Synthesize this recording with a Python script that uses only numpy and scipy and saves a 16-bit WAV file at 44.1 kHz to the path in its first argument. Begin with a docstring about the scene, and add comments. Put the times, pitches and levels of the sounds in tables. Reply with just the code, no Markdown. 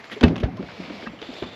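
"""Heavy gear lands with one bang on the hull of a small aluminium boat; scuffs and clicks come first.
Lighter knocks and clatter follow: decaying sine modes and shaped noise sound the struck metal and the hull.
Rubbing strokes and scuffs are resonant noise with a rough level; creaks, hull hums and brief rings of
tapped gear are short wavering tones.
Steady coloured noise is the open air over still water; the close microphone overloads on the bang."""
import sys
import numpy as np
from scipy import signal
from scipy.fft import rfft, irfft, next_fast_len
from scipy.io import wavfile
from scipy.ndimage import map_coordinates

SR = 44100
rng = np.random.default_rng(int(sys.argv[2]) if len(sys.argv) > 2 else 0)


def generate_wav(sig):
    """Save sig (samples, or channels by samples) to the path in sys.argv[1] as 16-bit PCM at SR."""
    pcm = np.round(np.clip(np.atleast_2d(sig).T, -1, 1) * 32767).astype(np.int16)
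    wavfile.write(sys.argv[1], SR, pcm)


N = 68355
T = np.arange(N) / SR  # seconds

# Spectrum of hard, light contacts. Each row: frequency in Hz, relative level in dB.
CLICK_COLOUR = [(60, -36.5), (200, 0), (500, 3.5), (1500, 0.5), (3000, -1.5), (4500, -7), (6500, -15),
                (8800, -30.5), (11500, -19), (13500, -45.5), (16000, -67.5)]
# Spectrum of dull blows on sheet metal. Each row: frequency in Hz, relative level in dB.
KNOCK_COLOUR = [(30, -58), (70, -15.5), (130, -23), (220, -2.5), (400, -6.5), (700, -11), (1100, -21),
                (2500, -36), (6000, -44.5), (12000, -99)]


def amp(db):
    """Level to amplitude: 20 dB is a factor of ten."""
    return 10 ** (np.asarray(db) / 20)


def unit(x):
    """Normalisation to unit effective (rms) value."""
    return x / np.sqrt(np.mean(x ** 2) + 1e-20)


def add(out, start_s, x):
    """Superposition: sounds add linearly from their start times on."""
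    i = max(round(start_s * SR), 0)
    out[i:i + len(x)] += x[:N - i]


def wobble(rate):
    """Slow random modulation: a smooth curve through random knots, rate of them a second."""
    knots = rng.standard_normal(4096)
    return map_coordinates(knots, [T * rate], mode="wrap")


def noise(colour, ring_hz=1000, q=1, ring_db=-200, size=N):
    """Spectral shaping: noise of rms 1 takes a colour and, if wanted, the peak of one resonance."""
    f = np.fft.rfftfreq(size, 1 / SR) + 1  # the 1 Hz offset keeps the logarithm finite
    hz, db = np.transpose(colour)
    gain = amp(np.interp(np.log(f), np.log(hz), db))
    detuning = q * (f / ring_hz - ring_hz / f)
    gain = gain * np.sqrt(1 + amp(ring_db) ** 2 / (1 + detuning ** 2))
    return unit(irfft(rfft(rng.standard_normal(size)) * gain, size))


def fade(t60, attack, size=N):
    """Exponential damping: a quick rise, then a fall of 60 dB in t60 seconds."""
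    t = T[:size]
    return amp(-60 * t / t60) * (1 - np.exp(-t / attack))


def ring(modes, attack, scatter_db, size=24000):
    """Modal superposition: damped sines, whose levels scatter from blow to blow."""
    out = np.zeros(size)
    for hz, db, t60 in modes:
        level = amp(db + scatter_db * rng.standard_normal())
        out += level * fade(t60, attack, size=size) * np.sin(2 * np.pi * hz * T[:size])
    return out


def open_air():
    """Broadband background: coloured noise whose level drifts slowly."""
    # Spectrum of the open air. Each row: frequency in Hz, relative level in dB.
    air_colour = [(20, -47.5), (60, -5.5), (120, 1.5), (250, -1.5), (500, -2), (1000, -3), (1500, -6),
                  (2200, -4), (3200, -15), (4200, -18.5), (6000, -27), (8500, -47), (12000, -37),
                  (14000, -83.5)]
    return amp(-48 + 0.74 * wobble(3.8)) * noise(air_colour)


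def rubbing():
    """Sliding friction: fine random grains excite a resonance, with a treble edge and a faint whistle."""
    # Long rubbing strokes. Each row: start in seconds, end in seconds, attack in seconds, release in seconds,
    # level in dB, resonance in Hz, treble edge in Hz, whistle level in dB relative to the hiss.
    strokes = [(-.02, .24, 0.082, 0.032, -50.5, 1724, 7550, -24.5),
               (0.542, 1.112, 0.26, 0.074, -42, 2250, 5580, -47),
               (1.083, 1.263, 0.021, 0.027, -55, 3160, 5950, -24),
               (1.197, 1.652, 0.071, 0.17, -41.5, 3550, 4800, -29.5)]
    # Spectrum of the rubbing hiss. Each row: frequency in Hz, relative level in dB.
    rub_colour = [(60, -33.5), (130, -21), (230, 2), (400, 6), (600, 8.5), (1000, -1.5), (1600, -4.5),
                  (2600, 0.5), (3500, -1.5), (4400, -4), (5500, -9.5), (7000, -14), (8200, -23.5),
                  (9000, -57), (10000, -28.5), (12000, -27.5), (13500, -47)]
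    grain_db, grains_per_s, waver_db = 1.7, 260, 0.7
    whistle_hz, whistle_width_hz = 7300, 130
    out, f = np.zeros(N), np.fft.rfftfreq(N, 1 / SR)
    whistle_band = np.exp(-.5 * ((f - whistle_hz) / whistle_width_hz) ** 2)
    for start, end, attack, release, db, hz, edge_hz, whistle_db in strokes:
        speed = np.clip(np.minimum((T - start) / attack, (end - T) / release), 0, 1)
        grain = unit(amp(grain_db * wobble(grains_per_s) + waver_db * wobble(18.3)))
        # a 6 dB step down, spread over 300 Hz
        edge = amp(-6 * np.clip((f - edge_hz) / 300, 0, 1))
        hiss = noise(rub_colour, hz, q=24, ring_db=8.5)
        hiss = unit(irfft(rfft(hiss) * edge, N))
        whistle = unit(irfft(rfft(rng.standard_normal(N)) * whistle_band, N))
        out += amp(db) * speed ** 0.76 * grain * (hiss + amp(whistle_db) * whistle)
    return out


def scuffs():
    """Resonant friction: gear drags a short way, catching and squeaking in a narrow band."""
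    # Short scuffs. Each row: start in seconds, length in seconds, level in dB, squeak in Hz.
    scuff_rows = [(-.01, .03, -43.5, 1920), (0.029, 0.041, -43.5, 1800), (0.102, 0.043, -36, 1910),
                  (0.115, 0.038, -37.5, 3260), (0.138, 0.051, -44, 2220), (1.33, 0.024, -47, 5360),
                  (1.362, 0.067, -44.5, 3580)]
    out = np.zeros(N)
    for start_s, length, db, hz in scuff_rows:
        swell = np.abs(np.sin(np.pi * np.clip((T - start_s) / length, 0, 1)))
        out += amp(db) * swell * noise(CLICK_COLOUR, hz, q=8, ring_db=16.5)
    roughness = unit(amp(2.1 * wobble(450)))
    return out * roughness


def clatter(size=8192):
    """Contact stiffness: hard contacts crack and ring between the boat's sides, softer ones lose treble."""
    # Sharp clicks of gear. Each row: start in seconds, level in dB, ring in Hz, 60 dB decay time in seconds,
    # treble limit of the contact in Hz.
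    clicks = [(0.043, -36, 4430, 0.013, 9000), (0.0982, -35, 1900, 0.025, 5000),
              (0.2095, -20, 2710, 0.024, 7700), (0.2296, -20, 1204, 0.07, 4500),
              (0.2353, -11.5, 1096, 0.022, 4930), (.2365, -17.5, 3280, 0.023, 6940),
              (0.2414, -18.5, 3600, 0.017, 5950), (.2555, -31, 2800, 0.012, 5080),
              (.2805, -23.5, 2130, 0.025, 6950), (0.3576, -26.5, 2740, 0.013, 6040),
              (0.3627, -23, 1320, 0.022, 6460), (0.379, -32, 2780, 0.036, 8900),
              (.400, -36, 2980, 0.083, 9800), (.433, -29.5, 1630, 0.094, 4870),
              (0.57, -40.5, 5100, 0.028, 12100), (.627, -34, 1366, 0.018, 5860),
              (0.687, -31.5, 1530, 0.027, 2000), (.701, -29, 1550, 0.016, 2020),
              (.836, -31.5, 2130, 0.016, 3000), (0.898, -32.5, 850, 0.019, 2000),
              (1.024, -31, 2270, 0.029, 3000), (1.072, -26, 1330, 0.019, 2200),
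              (1.189, -41.5, 3000, 0.076, 4000), (1.2163, -26, 3220, 0.016, 5770),
              (1.226, -27.5, 3080, 0.019, 4400), (1.4244, -27, 2600, 0.019, 4800),
              (1.432, -34.5, 980, 0.12, 2500)]
    out = np.zeros(N)
    for start_s, db, hz, t60, limit_hz in clicks:
        tail = amp(-20.5) * fade(0.22, 0.014, size=size)
        envelope = fade(t60, 0.00055, size=size) + tail
        softness = signal.butter(2, limit_hz, fs=SR, output="sos")
        crack = noise(CLICK_COLOUR, hz, q=3.3, ring_db=7, size=size)
        add(out, start_s, amp(db) * envelope * unit(signal.sosfilt(softness, crack)))
    return out


def hull_ring(spot_hz, size=24000):
    """Modal coupling: wavering hull modes build up, weakly driven if below the pitch of the struck spot."""
    # Long ring of the whole hull. Each row: frequency in Hz, relative level in dB, 60 dB decay time in seconds.
    hull_modes = [(64.6, 10.5, 0.15), (101.2, -3, 0.96), (137, -11.5, 0.98), (170.4, 4, 0.51),
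                  (195, -6, 0.93), (242.8, -9.5, 0.73), (258, 2, 0.49), (339.4, -2.5, 0.49),
                  (416.5, -12.5, 0.71), (525, -9, 0.35), (565.4, -11.5, 0.49), (724, -18.5, 0.21)]
    bass_rolloff = 0.7  # small high-pitched spots hardly move the low modes
    blur_rad, blur_per_s = 1.1, 70  # random phase steps under the shifting load
    t = T[:size]
    out = np.zeros(size)
    for hz, db, t60 in hull_modes:
        drift = np.interp(t * blur_per_s, np.arange(64), np.cumsum(rng.standard_normal(64)))
        drive = min(hz / spot_hz, 1) ** bass_rolloff * rng.choice([-1, 1])
        level = drive * amp(db + 2.8 * rng.standard_normal())
        out += level * fade(t60, 0.0025, size=size) * np.sin(2 * np.pi * hz * t + blur_rad * drift)
    return out


def knocks(size=24000):
    """Impact excitation: each knock rings its spot, the hull and loose gear; heavy ones thump the boat."""
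    # Dull knocks on the hull. Each row: start in seconds, level in dB, pitch of the struck spot in Hz,
    # its 60 dB decay time in seconds, deep thump level in dB, rattle level in dB relative to the knock.
    knock_rows = [(.117, -31, 218.5, .12, -53, -6), (0.165, -29, 419, 0.11, -70, -11.5),
                  (0.214, -12.5, 250, 0.044, -58, -10), (0.2311, -6, 446, 0.023, -38.5, -17.5),
                  (0.256, -14, 160, 0.046, -44, -22), (0.284, -19, 172, 0.05, -45.5, -7.5),
                  (.301, -13.5, 281, 0.063, -41, -10), (.322, -20, 342, 0.077, -51, -10.5),
                  (.362, -28, 140, .07, -42, -17), (0.379, -23.5, 207, 0.094, -45, -12.5),
                  (0.404, -20, 240, 0.08, -30, -23), (0.429, -14.5, 396, 0.033, -42, -15.5),
                  (0.4371, -10, 106, 0.029, -15, -15), (0.478, -27, 276, 0.13, -53, -14),
                  (.53, -32, 116.4, 0.19, -62, -2), (.592, -20, 199, 0.11, -55, -14),
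                  (0.5976, -19.5, 265.3, 0.071, -48, -17), (.598, -22.5, 365, 0.063, -41.5, -13.5),
                  (0.628, -26, 596, 0.026, -42, -11), (0.799, -25.5, 224, 0.046, -56, -8.5),
                  (0.812, -28.5, 210.6, 0.15, -70, -14), (0.88, -28, 250, 0.056, -54, -12),
                  (.898, -27.5, 298, 0.083, -64, -8), (.901, -29.5, 530, 0.05, -66, -11),
                  (.994, -35, 675, 0.078, -75, -6.5), (1.029, -28, 212, 0.1, -58, -4),
                  (1.068, -22.5, 218, 0.091, -77, -16), (1.133, -29, 297, 0.045, -68, -10),
                  (1.2165, -28, 451, 0.054, -74, -11), (1.289, -24, 278, 0.052, -44.5, -12.5),
                  (1.326, -32, 570, 0.046, -62, -12), (1.4224, -13, 366, 0.03, -31, -19),
                  (1.455, -33.5, 297, 0.036, -39, -2)]
    # The whole boat thumped. Each row: frequency in Hz, relative level in dB, 60 dB decay time in seconds.
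    thump_modes = [(62, -7, .13), (105, 3, .05)]
    # Spectrum of the thump's noise. Each row: frequency in Hz, relative level in dB.
    thump_colour = [(20, -34), (40, -28), (60, -7.5), (100, -2.5), (160, -25.5), (400, -40), (1500, -84),
                    (5000, -120)]
    hull_db, thump_noise_db, scatter_db = -26.5, -10, 1.5
    rise_cycles, thump_attack_s = 0.55, 0.0016
    out = np.zeros(N)
    for start_s, db, hz, t60, thump_db, rattle_db in knock_rows:
        spot = ring([(hz, 0, t60)], rise_cycles / hz, scatter_db)
        rattle = noise(KNOCK_COLOUR, hz, q=0.69, ring_db=18, size=size) * fade(0.16, 0.003, size=size)
        add(out, start_s, amp(db) * (spot + amp(hull_db) * hull_ring(hz) + amp(rattle_db) * rattle))
        thump = ring(thump_modes, thump_attack_s, scatter_db)
        thump_noise = noise(thump_colour, size=size) * fade(0.2, thump_attack_s, size=size)
        add(out, start_s, amp(thump_db) * (thump + amp(thump_noise_db) * thump_noise))
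    return out


def landing(size=24000):
    """Impulsive loading: heavy gear touches, then lands; the floor booms and the boat shakes."""
    # The heavy landing. Each row: start in seconds, boom level in dB.
    blows = [(0.231, -21.5), (0.2364, -0.5)]
    # Boom of the struck floor panel. Each row: frequency in Hz, relative level in dB,
    # 60 dB decay time in seconds.
    boom_modes = [(85.4, -8.5, 0.13), (165.2, -14.5, 0.26), (241, 5, 0.072), (408, -11, 0.13),
                  (458, -22, 0.12), (656, -21.5, 0.17)]
    shake_db, hull_db = -23, -23.5
    out = np.zeros(N)
    for start_s, boom_db in blows:
        # the loose rumble of the boat
        shake = noise(KNOCK_COLOUR, size=size) * fade(0.42, 0.002, size=size)
        hull = hull_ring(boom_modes[0][0])
        boom = ring(boom_modes, attack=0.0013, scatter_db=1.26)
        add(out, start_s, amp(boom_db) * (amp(shake_db) * shake + amp(hull_db) * hull - boom))
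    return out


def gear_taps():
    """Free vibration: contacts ring the modes of the hard gear, low-passed by the softness of the contact."""
    # Contacts that ring the gear. Each row: start in seconds, level in dB, treble limit in Hz.
    taps = [(.2318, -9.5, 4000), (.2352, -4, 9000), (1.0715, -28, 2900)]
    # Ring of the hard gear. Each row: frequency in Hz, relative level in dB, 60 dB decay time in seconds.
    gear_modes = [(932, -18, .08), (1160, -20, .06), (1626, -11, .07), (1690, -17, .04), (1832, -17, .07),
                  (2130, -22, .04), (2615, -15, .075), (2936, -19, .065), (3135, -24, .07),
                  (3560, -25, .06), (3900, -22, .03)]
    out = np.zeros(N)
    for start_s, db, limit_hz in taps:
        softness = signal.butter(2, limit_hz, fs=SR, output="sos")
        gear = ring(gear_modes, attack=0.00056, scatter_db=1)
        add(out, start_s, amp(db) * signal.sosfilt(softness, gear))
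    return out


def wavering_tones():
    """Unsteady tones: creaking metal, humming hull and tapped gear give short, slightly gliding notes."""
    # Short wavering tones: metal creaks, low hull hums and brief rings of tapped gear. Each row:
    # start in seconds, length in seconds, level in dB, start of the glide in Hz, end of the glide in Hz.
    tone_rows = [(0.425, 0.027, -24.5, 490, 683), (0.45, 0.028, -41, 837, 765),
                 (0.476, 0.035, -35.5, 747, 705), (0.568, 0.023, -36, 650, 554),
                 (0.569, 0.033, -44, 1055, 1030), (0.589, 0.021, -45, 1065, 1390),
                 (0.774, 0.089, -36, 218, 207.7), (0.886, 0.12, -38, 210, 184),
                 (1.071, 0.061, -38.5, 196.5, 188), (1.056, .022, -35, 1570, 1630),
                 (1.064, 0.011, -33, 1830, 1800), (1.062, 0.036, -41.5, 2710, 2606)]
    jitter_hz = 35
    out = np.zeros(N)
    for start_s, length, db, start_hz, end_hz in tone_rows:
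        progress = np.clip((T - start_s) / length, 0, 1)
        hz = start_hz + (end_hz - start_hz) * progress + jitter_hz * wobble(330)
        tone = np.sin(2 * np.pi * np.cumsum(hz) / SR)
        out += amp(db + 2.5 * wobble(122)) * np.sin(np.pi * progress) * tone
    return out


def scene():
    """Linear superposition: all handling sounds over a quiet outdoor background."""
    friction = rubbing() + scuffs()
    impacts = clatter() + knocks() + landing() + gear_taps()
    return (open_air() + friction + impacts + wavering_tones())[None]


def record(dry):
    """Band limiting and saturation: deep bass is cut, peaks flatten at full scale, the top is removed."""
    low_cut_hz, top_hz, hardness = 42, 16000, 30
    low_cut = signal.butter(3, low_cut_hz, "high", fs=SR, output="sos")
    x = signal.sosfilt(low_cut, dry)
    clipped = x / (1 + np.abs(x) ** hardness) ** (1 / hardness)
    m = next_fast_len(N + 4096)  # padding keeps the filter from wrapping round
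    passband = np.fft.rfftfreq(m, 1 / SR) < top_hz
    return irfft(rfft(clipped, m) * passband, m)[..., :N]


dry = scene()
out = record(dry)
generate_wav(out)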